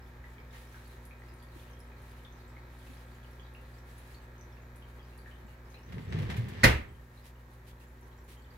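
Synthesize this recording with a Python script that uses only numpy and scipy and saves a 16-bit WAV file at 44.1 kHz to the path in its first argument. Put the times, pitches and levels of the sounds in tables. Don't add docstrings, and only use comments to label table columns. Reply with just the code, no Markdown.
import sys
import numpy as np
from scipy import signal
from scipy.fft import rfft, irfft, next_fast_len
from scipy.io import wavfile

SR = 44100
rng = np.random.default_rng(int(sys.argv[2]) if len(sys.argv) > 2 else 0)


def wrap_up_sound(samples):
    columns = np.atleast_2d(samples).T
    tamed = np.clip(columns, -1, 1)
    steps = np.round(tamed * 32767).astype(np.int16)
    wavfile.write(sys.argv[1], SR, steps)


N = 377937
TIME = np.arange(N) / SR

# t/s, hum/dB, rattle/dB, water/dB
AIM = [(0, 0, .5, 0), (3, 0, 1.5, 0), (5.8, -.5, -1, -.5), (6.9, -2.5, -4.5, -2.5), (8.5, -2, -4.5, -1.5)]


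def amp(db):
    return 10 ** (np.asarray(db) / 20)


def unit(x):
    return x / np.sqrt(np.mean(x ** 2) + 1e-20)


def read(points, hz):
    f, value = np.transpose(points)
    return np.interp(np.log(hz + 1), np.log(f + 1), value)


def curves(rows):
    t_s, *columns = np.transpose(rows)
    return [amp(np.interp(TIME, t_s, db)) for db in columns]


def add(mix, t_s, sound):
    part = mix[:, round(t_s * SR):][:, :sound.shape[-1]]
    part += sound[..., :part.shape[1]]


def noise(size=N):
    return rng.standard_normal((2, size))


def wander(width, size=N):
    lowpass = np.exp(-(np.fft.rfftfreq(size) * width) ** 2)
    return unit(irfft(rfft(rng.standard_normal(size)) * lowpass, size))


def grains(per_s, spread_db):
    size = amp(spread_db * np.minimum(rng.exponential(1, N), 4))
    return unit(noise() * size * (rng.random(N) < per_s / SR))


def colour(drive, spectrum, ripple_db=0):
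    # f/Hz, correlation
    likeness = [(100, .98), (220, .92), (400, .84), (700, .5), (1300, -.1), (2400, .15), (14000, .05)]
    size = drive.shape[1]
    padded = next_fast_len(size, True)
    hz = np.fft.rfftfreq(padded, 1 / SR)
    a, b = rfft(drive, padded)
    same = np.clip(read(likeness, hz), -1, 1)
    pair = np.array([a, same * a + np.sqrt(1 - same ** 2) * b])
    uneven_db = ripple_db * wander(70 * padded / SR, len(hz)) * np.minimum(hz / 500, 1)
    return unit(irfft(pair * amp(read(spectrum, hz) + uneven_db), padded)[:, :size])


def die_away(x):
    # f/Hz, t60/s
    room = [(60, 0.8), (300, 0.34), (2000, 0.35), (5000, 0.27), (14000, 0.25)]
    hz, t, bands = signal.stft(x, SR, nperseg=256)
    fade = amp(-60 * t / read(room, hz)[:, None])
    return signal.istft(bands * fade, SR, nperseg=256)[1][:, :x.shape[1]]


def in_room(sound, direct, size=8192):
    response = die_away(noise(size))
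    response /= np.linalg.norm(response[0])
    response[[0, 1], rng.integers(0, 20, 2)] += direct
    out = signal.fftconvolve(sound[None], response, axes=1)
    return out / np.sqrt(np.mean(out[:, :SR // 50] ** 2))


def pump(mains_hz=60.004, waver_db=1.5, scatter_db=2.5, partials=120):
    # harmonic, level/dB
    stroke = [(1, -51), (2, -57), (3, -85.5), (4, -64.5), (5, -92.5), (6, -70)]
    # f/Hz, level per partial/dB
    housing = [(420, -86), (530, -75), (800, -82.5), (960, -84), (1100, -97), (1320, -77.5), (1470, -88.5),
               (1630, -75.5), (1850, -78.5), (2050, -91), (2300, -80.5), (2750, -95.5), (3650, -91.5),
               (4400, -92.5), (5000, -101), (5700, -98), (7200, -104)]
    hum, rattle, _ = curves(AIM)
    out, coarse_s = np.zeros((2, N)), np.linspace(0, TIME[-1], 256)
    fundamental, phasor = np.exp(2j * np.pi * mains_hz * TIME), np.ones(N)
    for k in range(partials):
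        hz = (k + 1) * mains_hz
        phasor = phasor * fundamental
        db = stroke[k][1] if k < len(stroke) else read(housing, hz) + scatter_db * rng.standard_normal()
        high = min(hz / 1500, 1)
        waver = np.interp(TIME, coarse_s, amp(waver_db * (.1 + high) * wander(50, size=256)))
        phase = 2 * np.pi * rng.random() * min(hz / 400, 1) ** 4
        skew = np.array([[-1], [1]]) * high * rng.uniform(-1, 1) * np.pi / 3
        gain = amp(db) * waver * ((1 - high) * hum + high * rattle)
        out += gain * (phasor * np.exp(1j * (phase + skew))).real
    return out * np.sqrt(2)


def water(level_db=-55.5, flutter_db=0.5):
    # f/Hz, relative density/dB
    surface = [(20, -5.5), (45, 6.5), (110, 2.5), (220, -8), (370, -5), (510, -6), (680, -15.5),
               (880, -6.5), (1180, -8.5), (1450, -13), (1850, -10), (2800, -25.5), (4000, -27),
               (5200, -37.5), (9500, -40.5)]
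    bursts = noise() + 0.46 * grains(900, spread_db=3)
    flutter = amp(flutter_db * wander(SR / 14))
    _, _, aim = curves(AIM)
    return amp(level_db) * colour(bursts * flutter, surface, ripple_db=1.2) * aim


def microphone_hiss(level_db=-72):
    # f/Hz, relative density/dB
    floor = [(3000, -4), (6000, -1.5), (7800, -1.5), (9000, -11.5), (10800, -3), (12500, 2), (15800, -2.5)]
    return amp(level_db) * colour(noise(), floor)


def plink(hz, cycles, rise=0.033, size=4096):
    t = np.arange(size) / SR
    age = t * hz / cycles
    glide = 1 + rise * np.minimum(age, 4) / 2
    return np.sin(2 * np.pi * hz * t * glide) * np.exp(-age) * (1 - np.exp(-6 * age))


def bubbles(splash_db=-6, small_count=170, small_hz=2557, span_oct=1.9, small_db=-72, db_per_oct=-4):
    # t/s, f/Hz, level/dB
    large = [(0.241, 1890, -54.5), (0.382, 2230, -58.5), (0.744, 1560, -55), (1.109, 2380, -58),
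             (1.22, 1950, -60), (1.804, 5230, -69), (1.917, 2400, -64), (2.249, 3450, -58.5),
             (2.566, 2100, -58.5), (3.397, 3190, -60.5), (3.549, 2660, -58), (4.146, 4300, -62),
             (4.411, 5900, -62.5), (4.823, 3040, -62.5), (4.994, 3120, -64), (5.26, 1750, -54),
             (5.312, 2950, -63), (5.743, 3970, -61.5), (5.745, 2480, -60), (8.37, 3070, -67)]
    out = np.zeros((2, N))
    when, smallness, luck = rng.random((small_count, 3)).T
    octaves = span_oct * smallness
    levels_db = small_db + db_per_oct * octaves + 2.5 * np.minimum(-np.log(luck), 3)
    small = zip(when * TIME[-1], small_hz * 2 ** octaves, levels_db)
    for t_s, hz, db in [*large, *small]:
        ring = plink(hz, cycles=np.sqrt(hz / 65))
        splash = amp(splash_db) * plink(1.25 * hz, cycles=1.1)
        add(out, t_s, amp(db) * in_room(ring + splash, direct=.75))
    return out


def swell(t_s, length_s, db):
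    return amp(db) * np.sin(np.pi * np.clip((TIME - t_s) / length_s, 0, 1) ** 0.7)


def catches(decay_s, column):
    # t/s, scrape/dB, skin hiss/dB
    releases = [(5.923, -50, -69), (5.981, -52, -81), (6.124, -45, -80), (6.186, -52, -57),
                (6.222, -59, -59), (6.3, -45, -53), (6.366, -50, -49.5), (6.485, -60, -53.5)]
    return sum(amp(row[column]) * (TIME >= row[0]) * np.exp(-np.abs(TIME - row[0]) / decay_s)
               for row in releases)


def fingers(creep_db=-77.5, swing_db=9.5, swing_s=.08):
    # t/s, length/s, level/dB
    strokes = [(0.506, 0.17, -62), (0.577, 0.5, -64.5), (1.51, 0.25, -66.5), (2.02, 0.2, -69),
               (2.768, 0.34, -64), (3.834, 0.43, -66.5), (7.235, 0.086, -61.5), (7.667, 0.059, -62),
               (7.795, 0.07, -66.5), (8.276, 0.1, -59)]
    # f/Hz, relative density/dB
    skin = [(100, 6), (300, 21), (700, 3), (2000, 24.5), (4100, 20), (5100, 15.5), (8500, 14.5),
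            (10700, 17), (13000, 14), (15800, 12)]
    creep = amp(creep_db + swing_db * np.tanh(wander(swing_s * SR)))
    speed = creep + catches(decay_s=.022, column=2) + sum(swell(*row) for row in strokes)
    slips = noise() * amp(wander(SR / 150))
    return speed * colour(slips, skin)


def grip(drag_gain_db=-2, scrape_gain_db=2):
    # t/s, relative drag/dB, relative scrape/dB
    shift = [(5.86, -49, -59.5), (5.992, -35.5, -64.5), (6.042, -45.5, -62.5), (6.15, -31, -51.5),
             (6.288, -34.5, -53.5), (6.304, -35, -45.5), (6.414, -36.5, -54.5), (6.484, -39, -55.5),
             (6.62, -41, -50)]
    # f/Hz, relative density/dB
    scraped = [(200, -16.5), (700, 3.5), (1400, -2.5), (1850, 7), (2500, -1), (3200, -2.5), (4500, -9.5),
               (6000, -15.5), (9000, -25), (15800, -36)]
    # f/Hz, relative density/dB
    shaken = [(30, -24.5), (60, -3), (95, 3), (170, -2.5), (230, -9), (310, -16.5), (470, -13.5),
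              (600, -27.5), (1200, -31.5), (3000, -54.5), (8000, -92.5)]
    # t/s, f/Hz, relative level/dB
    nudges = [(1.559, 315, -48.5), (2.896, 246, -48), (5.445, 221, -49), (5.938, 180, -39.5),
              (6.123, 95.4, -30.5), (6.178, 137.6, -31), (6.38, 113, -25)]
    drag, scrape = curves(shift)
    gate = np.interp(TIME, [5.85, 5.9, 6.63, 6.66], [0, 1, 1, 0])
    scuff = swell(t_s=0.52, length_s=0.087, db=-55.5)
    force = amp(scrape_gain_db) * scrape * gate + catches(decay_s=0.016, column=1) + scuff
    slips = noise() * amp(2 * wander(SR / 200)) + grains(2000, spread_db=2.5)
    out = force * colour(slips, scraped)
    out += amp(drag_gain_db) * drag * gate * colour(noise(), shaken)
    for t_s, hz, db in nudges:
        add(out, t_s, 2 * amp(db) * plink(hz, cycles=3.2))
    return out


def spits(gain_db=-1, decay_s=0.0049, faint_count=14, faint_db=-74, spread_db=7):
    # t/s, relative level/dB
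    loudest = [(0.878, -67), (1.052, -57), (1.338, -68), (1.802, -63), (3.981, -62), (4.759, -63),
               (5.176, -61)]
    # f/Hz, relative density/dB
    film = [(2000, -44), (5000, 0.5), (8500, 6.5), (10400, 19), (12500, 12), (15800, -58)]
    out, t = np.zeros((2, N)), np.arange(1024) / SR
    faint = [(when * TIME[-1], faint_db + spread_db * loud)
             for when, loud in rng.random((faint_count, 2))]
    for t_s, db in [*loudest, *faint]:
        tick = colour(noise(t.size), film)[0] * np.exp(-t / decay_s)
        add(out, t_s, amp(db + gain_db) * in_room(tick, direct=1.0))
    return out


def modes(table, rise_s=.0005, size=16384):
    t = np.arange(size) / SR
    onset = 1 - np.exp(-(t / rise_s) ** 2)
    return onset * sum(amp(db - 60 * t / t60) * np.sin(2 * np.pi * hz * t) for hz, db, t60 in table)


def knock(tail_db=-15, tail_rise_s=0.0033, crack_decay_s=0.011):
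    # t/s, case gain/dB, crack gain/dB, thud gain/dB
    contacts = [(6.6333, -11.5, -29.5, -20), (6.6378, -18, -16.5, -26.5), (6.6416, -7, -21, -10.5),
                (6.6466, -8, -26, -17.5), (6.6542, -12, -39.5, -10)]
    # f/Hz, level/dB, t60/s
    case = [(1516, -7, 0.13), (1913, -2, 0.091), (2073, -5, 0.057), (2540, -12, 0.0444),
            (4550, -24, 0.0336)]
    # f/Hz, relative density/dB
    crack = [(300, 3.5), (1100, 1.5), (2000, 5.5), (3200, -8), (4400, 6.5), (5500, -3), (8800, -10.5),
             (10500, -5), (15800, -17)]
    # f/Hz, level/dB, t60/s
    bounce = [(71.8, -9.5, 0.37), (119.6, -0.5, 0.22), (188.5, -8, 0.15), (323, -11, 0.11),
              (503.7, -9, 0.19)]
    # f/Hz, relative density/dB
    ring = [(30, -2), (60, 4.5), (150, -8), (250, -5), (400, -1), (750, -4.5), (1150, -7.5), (1600, -4),
            (2050, -0.5), (3100, -9), (4400, -14), (5300, -17), (8800, -24.5), (10500, -24), (15800, -28.5)]
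    out, t = np.zeros((2, N)), np.arange(32768) / SR
    for t_s, case_db, crack_db, thud_db in contacts:
        add(out, t_s, amp(case_db) * modes(case) * np.array([[.85], [1]]))
        add(out, t_s, amp(crack_db) * colour(noise(t.size), crack) * np.exp(-t / crack_decay_s))
        add(out, t_s, amp(thud_db) * modes(bounce))
    tail = die_away(colour(noise(t.size), ring)) * (1 - np.exp(-t / tail_rise_s))
    add(out, contacts[1][0], amp(tail_db) * tail * np.array([[.9], [1.1]]))
    return out


def scene(lag_samples=22):
    hiss = microphone_hiss()
    left, right = grip() + knock()
    hand = np.array([np.roll(left, lag_samples), right])
    return pump() + water() + bubbles() + spits() + fingers() + hand + hiss


def record(dry, bass_cut_hz=35, ceiling=.8, edge_hz=15850):
    thinned = signal.sosfilt(signal.butter(2, bass_cut_hz, "high", fs=SR, output="sos"), dry)
    rounded = thinned / (1 + (thinned / ceiling) ** 4) ** .25
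    lowpass = signal.firwin(511, edge_hz, window=("kaiser", 9), fs=SR)
    return signal.oaconvolve(rounded, lowpass[None], "same")


dry = scene()
out = record(dry)
wrap_up_sound(out)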